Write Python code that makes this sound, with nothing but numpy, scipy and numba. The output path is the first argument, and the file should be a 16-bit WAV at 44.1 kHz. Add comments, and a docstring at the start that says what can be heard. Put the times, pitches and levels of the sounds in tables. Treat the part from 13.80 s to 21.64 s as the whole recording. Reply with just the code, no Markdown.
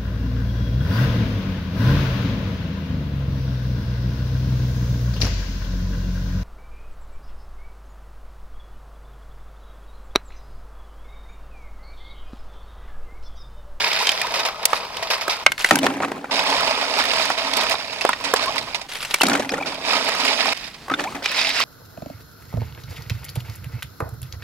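"""Snails are washed by hand in a steel bowl of water, outdoors, close to the microphone.
Shells grind on each other and on the steel, water sloshes and fizzes: showers of tiny damped rings.
Single shells knock: a few short modes over noise bursts. Handfuls dropped into a plastic bucket
splash (bubble and drop rings) and make its air column boom (resonated noise).
Water drains from lifted handfuls, single bubbles chirp, and the yard rumbles faintly."""
import sys
import numpy as np
from scipy import signal
from scipy.fft import rfft, irfft, next_fast_len
from scipy.io import wavfile
from scipy.ndimage import uniform_filter1d, map_coordinates
from numba import njit

SR = 44100
rng = np.random.default_rng(int(sys.argv[2]) if len(sys.argv) > 2 else 0)


def log_audio(samples):
    """Write samples as a 16-bit WAV file to the path given in sys.argv[1]."""
    # one column per channel
    frames = np.atleast_2d(samples).T
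    # limit to full scale, then quantise
    limited = np.clip(frames, -1, 1)
    pcm = np.round(limited * 32767).astype(np.int16)
    wavfile.write(sys.argv[1], SR, pcm)


N = 345727
TIME_S = np.arange(N) / SR

# Effort of the hands, one list a bout. Each row: time in seconds, effort in dB before layer trims.
EFFORT_BOUTS = [
    [(0.0, -23), (0.29, -28), (0.36, -30), (0.52, -30.5), (0.62, -28), (0.74, -37.5), (1.2, -32),
     (1.64, -35)],
    [(2.51, -27), (2.72, -24), (3.45, -25.5), (3.9, -28), (4.15, -33.5), (4.5, -35), (4.68, -27),
     (4.88, -37), (5.07, -43.5)],
    [(5.86, -27), (5.98, -37.5), (6.07, -24.5), (6.735, -24)],
    [(6.745, -34.5), (6.85, -36), (6.92, -52.5), (7.07, -49)],
    [(7.425, -31), (7.55, -26.5), (7.84, -18.5)],
]
# Water moved by the hands. Each row: time in seconds, sloshing in dB re effort before layer trims.
WETNESS = [(0.2, -7), (0.65, 3.5), (1.35, 1.5), (2.9, 0.5), (3.45, -1.5), (4.7, 0.5), (6.72, -2.5),
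           (6.76, -15), (7.8, -13)]
# Strongest shoves of the pile. Each row: start in seconds, level in dB before layer trims, length in seconds.
SHOVES = [(0.188, -17.5, 0.2), (0.538, -16, 0.058), (0.593, -16, 0.016), (0.65, -14, 0.027),
          (0.954, -19.5, 0.018), (1.225, -17, 0.015), (1.301, -12, 0.03), (1.333, -17.5, 0.022),
          (1.41, -17.5, 0.027), (1.494, -15, 0.052), (2.842, -19.5, 0.031), (3.392, -18, 0.12),
          (3.583, -18, 0.0056), (3.91, -11.5, 0.024), (4.125, -22.5, 0.017), (4.215, -16.5, 0.0081),
          (4.439, -17, 0.03), (4.56, -14, 0.018), (4.625, -20.5, 0.027), (4.779, -14, 0.014),
          (4.945, -14.5, 0.018), (5.013, -23.5, 0.013), (6.875, -26.5, 0.013), (6.941, -32.5, 0.018),
          (7.56, -18, 0.048)]
# Colour of the steel bowl. Each row: frequency in Hz, dB per Hz.
BOWL_COLOUR = [(71, -56), (120, -24), (272, -4.5), (341, -16), (410, -6), (656, -2.5), (757, -2.5),
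               (968, 2), (1400, -5.5), (2530, -8.5), (4230, -7.5), (4980, -6.5), (6110, -25.5),
               (13300, -44), (16000, -54)]
# Resonances of the water-filled bowl. Each row: centre in Hz, width in Hz, dB over the direct sound.
BOWL_MODES = [(654.6, 17, 3), (990, 130, -40), (1263, 8.5, 6.5), (2503, 160, -5), (3740, 53, 2),
              (5220, 200, -5.5)]
# The microphone moves over the bucket and away. Each row: time in seconds, low heave in dB re sloshing,
# left minus right of the bowl in dB, lag of the left port in ms.
OVER_BUCKET = [(1.5, -36, 5.5, 0.067), (2.6, -10, 1.5, 0.12), (6.7, -7.5, 0.5, 0.11), (7.4, -5, 4, -0.04)]
# Colour of the two microphone ports. Each row: frequency in Hz, left in dB, right in dB.
PORT_COLOUR = [(248, -7.5, -6.5), (667, -3, -0.5), (1236, -4.5, -3.5), (2220, -1, 8.5), (3940, -4.5, 4.5),
               (8100, 0, 5.5), (14000, 7.5, 5.5)]
# Loudest shell knocks. 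Each row: time in seconds, level in dB, ring pitch in Hz,
# thud and crack in dB re that level, before their trims.
KNOCKS = [(0.268, -1.5, 3070, -28, -37), (0.289, 1, 3290, -29, -26), (0.315, -12, 3580, -20, -13),
          (0.413, -5.5, 2510, -40, -16), (0.852, -11, 5300, -17, 7), (0.929, 0, 1210, -24, -30),
          (1.478, -13, 640, -5.5, -10), (1.661, 10.5, 2040, -22, -38), (1.717, -5, 2010, -32, -15.5),
          (1.777, -13, 2310, -35, -19), (1.843, 3, 1930, -23.5, -22), (1.907, 6, 1870, -14, -22.5),
          (1.954, -3, 1450, -37, -9), (1.986, -9, 2880, -17, -10.5), (2.063, 0.5, 1790, -16, -24),
          (2.201, -10, 770, -15, -42), (2.23, -9.5, 1170, -11.5, -48), (2.315, -11.5, 595, -10.5, -25),
          (2.441, -13, 830, -21, -33), (2.59, -5.5, 2520, -37, -28), (3.499, -3.5, 1130, -21, -25),
          (3.734, -7.5, 3350, -36, -18), (3.767, -12.5, 690, -28, -4.5), (3.837, -10, 910, -22, -29),
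          (3.894, -14, 2430, -31, -8), (3.939, -8, 925, -31, -29), (4.208, -8.5, 2800, -48, -24),
          (4.248, 2, 680, -23, -25), (4.289, 0.5, 1030, -21, -20.5), (4.329, -5.5, 1950, -20, -40),
          (4.536, -2.5, 624, -9, -11.5), (5.34, -2, 2260, -21, -9), (5.408, -5, 895, -13, -15),
          (5.414, 2.5, 2560, -30, -18), (5.431, -12.5, 403, 0, -1), (5.465, -6, 4700, -24, -23),
          (5.482, -7.5, 1290, -32, -12), (5.515, -5, 1420, -36, -39), (5.551, -5.5, 1510, -35, -23),
          (5.69, -8.5, 2620, -28, -26), (6.654, -7, 1080, -34, -21), (7.08, -16, 1050, -19, -25),
          (7.097, -7, 1290, -21, -33), (7.115, -14.5, 1240, -7, -33), (7.136, -5, 1770, -28, -48),
          (7.193, -8, 1765, -18, -40), (7.456, -2, 2540, -32, -39)]
# Modes of a wet shell. Each row: multiple of its ring pitch, level in dB, T60 in seconds.
SHELL_MODES = [(.56, -16, .014), (.77, -11, .022), (1, -5, .026), (1.19, -12, .015), (1.62, -19, .012)]
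# Handfuls dropped in the bucket. Each row: entry, collapse and rebound in seconds, strength in dB,
# settling time as a multiple, extra air column in dB, extra splatter in dB.
HANDFULS = [(1.911, 1.998, 2.2, -4, 1.2, 0.5, -5.5), (5.432, 5.459, 5.712, -4.5, 1.05, 0.5, -1.5),
            (7.11, 7.164, 7.345, -8.5, 0.6, -2.5, -2.5)]
# Stages of a splash: shells enter, their hollow collapses, water rebounds. Each row: rise in seconds,
# decay in seconds before the settling multiple, bubbling, air column and splatter in dB before trims.
SPLASH_STAGES = [(0.004, 0.07, -29, -16.5, -27.5), (0.036, 0.12, -20.5, -22, -26.5),
                 (0.004, 0.16, -27, -28.5, -37.5)]
# Colour of the plastic bucket. Each row: frequency in Hz, dB per Hz.
BUCKET_COLOUR = [(53, -55), (90, -6), (284, 2.5), (429, -1.5), (721, -0.5), (786, 2), (1070, -4.5),
                 (1910, -7), (2830, -17), (4170, -19.5), (9930, -27.5), (16000, -37)]
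# Single bubbles. Each row: start in seconds, start pitch in Hz, peak in dB, length in seconds,
# pitch rise in octaves.
BUBBLES = [(0.203, 896, -17, 0.018, 0.25), (0.44, 896, -18.5, 0.017, 0.24), (4.663, 973, -19, 0.039, .3),
           (5.401, 2840, -18, 0.012, .1), (5.7, 4520, -25, 0.012, 0.34), (5.799, 2180, -27, 0.02, 0.31),
           (5.825, 2220, -22, 0.014, 0.13), (7.093, 1241, -20.5, 0.045, 0.082),
           (7.138, 3490, -17.5, 0.011, 0.067), (7.236, 610, -24.5, .064, 1.0),
           (7.271, 2000, -25.5, 0.0105, 0.44)]
# Water running out of lifted handfuls. Each row: start in seconds, end in seconds, level in dB.
DRAINING = [(0.88, 0.997, -34), (1.787, 1.912, -28), (5.087, 5.446, -33)]
# Colour of the running water. Each row: frequency in Hz, dB per Hz.
TRICKLE_COLOUR = [(200, -10), (700, -2), (2800, 1.5), (5000, -3), (7000, -9.5), (11000, -10), (16000, -22)]
# Colour of the yard air. 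Each row: frequency in Hz, dB per Hz.
YARD_COLOUR = [(15, -34), (25, -6), (48, -5.5), (102, -8), (175, -5.5), (427, -13), (714, -11.5),
               (4030, -19.5), (4370, -17), (6050, -24.5), (16000, -37.5)]

SPRAY_RE_EFFORT_DB = -6.5
# lighter knocks: level re effort, scatter either way, middle ring pitch
STRAY_RE_EFFORT_DB, STRAY_SCATTER_DB, STRAY_HZ = 12.5, 3, 1700
KNOCK_PAN_DB = -3.5  # left minus right in the bowl; bucket knocks are central
BEFORE_ENTRY_S, AFTER_ENTRY_S = 0.3, 0.55  # knocks this close to a handful's entry are in the bucket
AIR_HZ, AIR_WIDTH_HZ = 277.5, 20  # the bucket's air column
SPLATTER_LIFE = 0.78  # share of a stage's decay time for which drops fly
PLOP_DB = -1.5  # sparse, longer-ringing bubbles re the bubbling
YARD_DB = -45
TOP_HZ = 16000


def undb(db):
    """Decibels to gain."""
    return 10 ** (np.asarray(db) / 20)


def unit(x):
    """Scale so that the mean of the channels has rms 1."""
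    return x / np.sqrt(np.mean(x.mean(0) ** 2))


def band(x, lo_hz, hi_hz, order=2):
    """Butterworth band-pass."""
    sos = signal.butter(order, [lo_hz, min(hi_hz, .45 * SR)], "band", fs=SR, output="sos")
    return signal.sosfilt(sos, x)


def resonate(x, hz, width_hz):
    """One resonance, gain 1 at its centre."""
    return signal.lfilter(*signal.iirpeak(hz, hz / width_hz, fs=SR), x)


def colour(x, points):
    """Filter by (Hz, dB) points; two dB columns colour left and right apart."""
    hz, *columns = np.transpose(points)
    size = next_fast_len(N)
    log_hz = np.log(np.arange(size // 2 + 1) * SR / size + 1)
    response = undb([np.interp(log_hz, np.log(hz), db) for db in columns])
    return irfft(rfft(x, size) * response, size)[:, :N]


def gains(bouts, edge_s):
    """A gain curve for each dB column, silent between the bouts, edges smoothed over edge_s."""
    total = 0
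    for rows in bouts:
        s, *columns = np.transpose(rows)
        active = (TIME_S >= s[0]) & (TIME_S <= s[-1])
        total = total + undb([np.interp(TIME_S, s, db) for db in columns]) * active
    return uniform_filter1d(total, int(edge_s * SR), axis=1)


def walk(rate_hz):
    """Random curve of spread 1, a new target rate_hz times a second."""
    steps = rng.standard_normal(2048)
    return np.interp(TIME_S * rate_hz, np.arange(len(steps)), steps) * np.sqrt(3 / 2)


def jolts(fall_s, spread_db, steady, count):
    """Stick and slip: a gain of rms 1 that jumps at random moments and falls back over fall_s."""
    when, rank = rng.random((count, 2)).T
    kick_power = undb(-spread_db * np.log(rank + .015)) ** 2
    kicks = np.bincount((when * (N - 1)).astype(int), kick_power, N)
    power = signal.lfilter([1], [1, -np.exp(-2 / (fall_s * SR))], kicks)
    share = np.clip(steady, 0, 1)
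    return np.sqrt(share + (1 - share) * power / power.mean())


@njit
def rings(start_s, hz, cycles, size, rise, twist_rad):
    """Damped sines that fall 60 dB in `cycles`, gliding up by `rise`; left lags by twist_rad."""
    out = np.zeros((2, N))
    for k in range(len(start_s)):
        first, length = int(start_s[k] * SR), int(cycles[k] * SR / hz[k]) + 1
        turn = 2 * np.pi * hz[k] / SR
        z, pole = size[k] + 0j, np.exp(1j * turn - np.log(1000) / length)
        glide, late = np.exp(1j * turn * rise / length), np.exp(-1j * twist_rad[k])
        for i in range(max(first, 0), min(first + length, N)):
            out[0, i] += (z * late).imag * min((i - first) * turn / 2, 1.)
            out[1, i] += z.imag
            z *= pole
            pole *= glide
    return out


def shower(lo_hz, hi_hz, cycles, spread_db, rise, lag_ms, count):
    """Many tiny rings of random time, pitch, size and damping; size grows with pitch."""
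    when, pitch, rank, damping, place = rng.random((count, 5)).T
    hz = lo_hz * (min(hi_hz, .4 * SR) / lo_hz) ** pitch
    size = hz * undb(-spread_db * np.log(rank + 0.064))
    # reflections scramble the phase between the ports, the more the shorter the wave
    scramble_rad = (2 * place - 1) * np.minimum(hz / 900, 1.7)
    twist_rad = 2 * np.pi * hz * lag_ms / 1000 + scramble_rad
    return rings(when * TIME_S[-1], hz, cycles * (.5 + damping), size, rise, twist_rad)


def washing():
    """Shells grind, small bubbles slosh and spray fizzes, all jerking together with the hands."""
    effort, = gains(EFFORT_BOUTS, edge_s=.004)
    grind_gain = effort * undb(1.8 * walk(25))
    slosh_gain = grind_gain * undb(np.interp(TIME_S, *np.transpose(WETNESS)))
    spray_gain = grind_gain * undb(SPRAY_RE_EFFORT_DB)
    shove = shoves(rise_s=.0015, settle_s=.03, settle_db=-14)
    grind = in_bowl(shower(1350, 5700, cycles=30, spread_db=3.1, rise=0., lag_ms=0., count=30000))
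    slosh = in_bowl(shower(330, 1400, cycles=15, spread_db=2.8, rise=.18, lag_ms=0., count=7000))
    spray = in_bowl(shower(5700, 16000, cycles=45, spread_db=1.5, rise=0., lag_ms=0., count=45000))
    # each slip of one shell on another is a tick through all bands
    slip = jolts(fall_s=.008, spread_db=2.7, steady=.55, count=600)
    sound = grind * np.hypot(undb(-2.0) * grind_gain * slip, undb(-11.5) * shove)
    sound += slosh * np.hypot(undb(2.0) * slosh_gain * slip ** 0.59, undb(-13.5) * shove)
    sound += spray * np.hypot(spray_gain * slip ** 0.54, undb(-11.5) * shove)
    s, *columns = np.transpose(OVER_BUCKET)
    heave_db, pan_db, lag_ms = (np.interp(TIME_S, s, column) for column in columns)
    low = heave() * slosh_gain * undb(heave_db)
    left = map_coordinates(sound[0], [(TIME_S - lag_ms / 1000) * SR], mode="mirror")
    return np.array([left, sound[1]]) * undb(np.outer([.5, -.5], pan_db)) + low


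def shoves(rise_s, settle_s, settle_db):
    """Each shove sets the pile grating at once; it then settles more quietly."""
    total = np.zeros(N)
    for s, db, length_s in SHOVES:
        first = int(s * SR)
        age_s = np.maximum(TIME_S[first:][:SR // 4] - s, 0)
        fade = np.exp(-(age_s / length_s) ** 2) + undb(settle_db) * np.exp(-age_s / settle_s)
        total[first:][:len(age_s)] += undb(db) * np.minimum(age_s / rise_s, 1) * fade
    return total


def in_bowl(x):
    """The steel bowl adds its resonances and colour."""
    modes = sum(undb(db) * resonate(x, hz, width_hz) for hz, width_hz, db in BOWL_MODES)
    return unit(colour(x + modes, BOWL_COLOUR))


def heave():
    """Heaving water: soft low noise that the air column of the bucket beside the bowl answers."""
    noise = band(rng.standard_normal(N), 176, 270)
    return unit((noise + undb(17) * resonate(noise, AIR_HZ, AIR_WIDTH_HZ))[None])


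def knocks(delay_s=.002, body_db=-15, thud_trim_db=1, crack_trim_db=-3):
    """A hollow shell rings for a few cycles over a thud in the water and a bright crack."""
    out, age_s = np.zeros((2, N + SR)), np.arange(4096) / SR
    onset = 1 - np.exp(-age_s / .0005)
    for s, db, hz, thud_db, crack_db in KNOCKS + stray_knocks(thud_db=-23, crack_db=-16, count=60):
        hit = undb(body_db) * burst(.6 * hz, 1.8 * hz, hold_s=.003, t60_s=.018, apart=.5)
        chances = rng.standard_normal((len(SHELL_MODES), 2))
        for (ratio, mode_db, t60_s), (shape, place) in zip(SHELL_MODES, chances):
            mode_hz = hz * ratio * np.exp(0.039 * shape)  # no two shells are alike
            twist_rad = np.array([[min(mode_hz / 2200, 1) * place], [0]])
            tone = np.sin(2 * np.pi * mode_hz * age_s - twist_rad)
            hit += undb(mode_db) * tone * np.exp(-np.log(1000) * age_s / t60_s) * onset
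        thud = burst(320, 1350, hold_s=.003, t60_s=0.015, apart=0.054)
        hit += undb(thud_db + thud_trim_db) * thud
        crack = burst(2000, 12000, hold_s=.002, t60_s=.018, apart=.9)
        hit += undb(crack_db + crack_trim_db) * crack
        in_bucket = any(-BEFORE_ENTRY_S < s - entry_s < AFTER_ENTRY_S for entry_s, *_ in HANDFULS)
        pan_db = 0 if in_bucket else KNOCK_PAN_DB
        level = undb(db + pan_db * np.array([[.5], [-.5]]))
        out[:, int((s + delay_s) * SR):][:, :len(age_s)] += hit * level
    # shells are too small to radiate bass
    return band(out[:, :N], 200, 18000)


def stray_knocks(thud_db, crack_db, count):
    """Rows of light knocks at random moments of the washing, following the hands' effort."""
    effort, = gains(EFFORT_BOUTS, edge_s=.004)
    rows = []
    for when, strength, pitch in rng.random((count, 3)):
        at = int(when * (N - 1))
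        if effort[at] > undb(-60):
            scatter_db = STRAY_SCATTER_DB * (2 * strength - 1)
            db = 20 * np.log10(effort[at]) + STRAY_RE_EFFORT_DB + scatter_db
            rows.append((TIME_S[at], db, STRAY_HZ * 2 ** (2 * pitch - 1), thud_db, crack_db))
    return rows


def burst(lo_hz, hi_hz, hold_s, t60_s, apart):
    """Contact noise: holds while shells crush together, then dies; `apart` is the ports' unlikeness."""
    age_s = np.arange(4096) / SR
    mid, side = rng.standard_normal((2, len(age_s)))
    fade = np.exp(-np.log(1000) * np.maximum(age_s - hold_s, 0) / t60_s)
    x = band((mid + apart * np.outer([1, -1], side)) * fade, lo_hz, hi_hz)
    return x / np.sqrt(np.sum(x ** 2) / (SR / 100))  # energy of 10 ms at level 1, both ports summed


def walls(x, t60_s, wet_db):
    """Sound rattles briefly between vessel walls and ground: a short band-limited noise echo."""
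    age_s = np.arange(8192) / SR
    echo = band(rng.standard_normal((2, len(age_s))), 520, 2300, order=1)
    echo = echo * np.exp(-np.log(1000) * age_s / t60_s) * (age_s > .005)
    echo = echo / np.sqrt(np.sum(echo ** 2) / 2)
    return x + undb(wet_db) * signal.fftconvolve(x, echo, axes=1)[:, :N]


def plunges():
    """Shells sinking in the bucket trap rising bubbles and throw drops; the air above booms."""
    bubble_gain, air_gain, splatter_gain = splashes()
    bubbles = shower(360, 2600, cycles=26, spread_db=3.2, rise=.17, lag_ms=-.04, count=9000)
    bubbles = unit(band(colour(bubbles, BUCKET_COLOUR), 166, 6300))
    plops = shower(450, 3600, cycles=52, spread_db=3.0, rise=.28, lag_ms=-.04, count=650)
    bubbles = bubbles + undb(PLOP_DB) * unit(colour(plops, BUCKET_COLOUR))
    splatter = shower(2200, 16000, cycles=32, spread_db=2.9, rise=.03, lag_ms=-.05, count=40000)
    splatter = unit(band(colour(splatter, BUCKET_COLOUR), 340, 14000))
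    churn = band(rng.standard_normal(N), 146, 380)
    air = unit((churn + undb(12.0) * resonate(churn, AIR_HZ, AIR_WIDTH_HZ))[None])
    # the water closes over each shell with a slap
    slap = jolts(fall_s=.009, spread_db=2.5, steady=.25, count=450)
    sound = undb(2.0) * bubbles * bubble_gain * slap ** 0.82
    sound = sound + undb(9.0) * splatter * splatter_gain * slap
    return sound + undb(1.5) * air * air_gain


def splashes():
    """Gains of bubbling, air column and splatter: each stage of a splash swells and dies away."""
    power = np.zeros((3, N))
    for *times_s, strength_db, settling, air_db, splatter_db in HANDFULS:
        for s, (rise_s, decay_s, *layers_db) in zip(times_s, SPLASH_STAGES):
            first = int(s * SR)
            age_s = TIME_S[first:][:SR] - TIME_S[first]
            size = undb(strength_db) * undb(layers_db) * undb([0, air_db, splatter_db])
            life_s = decay_s * settling * np.array([[1], [1], [SPLATTER_LIFE]])
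            swell = np.minimum(age_s / rise_s, 1) * np.exp(-np.maximum(age_s - rise_s, 0) / life_s)
            power[:, first:][:, :len(age_s)] += (size[:, None] * swell) ** 2
    return np.sqrt(power)


def single_bubbles():
    """A bubble swells, rings and rises in pitch as it nears the surface."""
    out = np.zeros(N)
    for s, hz, db, length_s, octaves in BUBBLES:
        life = np.linspace(0, 1, int(length_s * SR))
        tone = np.sin(2 * np.pi * np.cumsum(hz * 2 ** (octaves * life)) / SR)
        out[int(s * SR):][:len(life)] += undb(db) * tone * np.sin(np.pi * life ** 0.98)
    return out


def draining():
    """Water runs from between the fingers in a fine, uneven patter."""
    flow, = gains([[(start_s, db), (end_s, db)] for start_s, end_s, db in DRAINING], edge_s=.006)
    patter = shower(400, 16000, cycles=36, spread_db=1.5, rise=0., lag_ms=.02, count=70000)
    unevenness = jolts(fall_s=.008, spread_db=2.7, steady=.4, count=400)
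    return unit(colour(patter, TRICKLE_COLOUR)) * flow * unevenness


def yard():
    """Faint outdoor air with a low rumble: coloured noise of wandering level."""
    mid, side = rng.standard_normal((2, N))
    air = unit(colour(mid + 0.23 * np.outer([1, -1], side), YARD_COLOUR))
    return undb(YARD_DB) * air * undb(2.0 * walk(8.2))


def scene():
    """Bowl, bucket and knocking shells in the yard."""
    clacks = walls(knocks(), t60_s=.09, wet_db=-22)
    bowl = colour(washing(), PORT_COLOUR)
    return bowl + draining() + plunges() + single_bubbles() + clacks + yard()


def record(dry):
    """Peaks over full scale clip; the band above TOP_HZ is cut."""
    clipped = np.clip(dry, -1, 1)
    return signal.sosfilt(signal.ellip(8, .2, 70, TOP_HZ, fs=SR, output="sos"), clipped)


dry = scene()
out = record(dry)
log_audio(out)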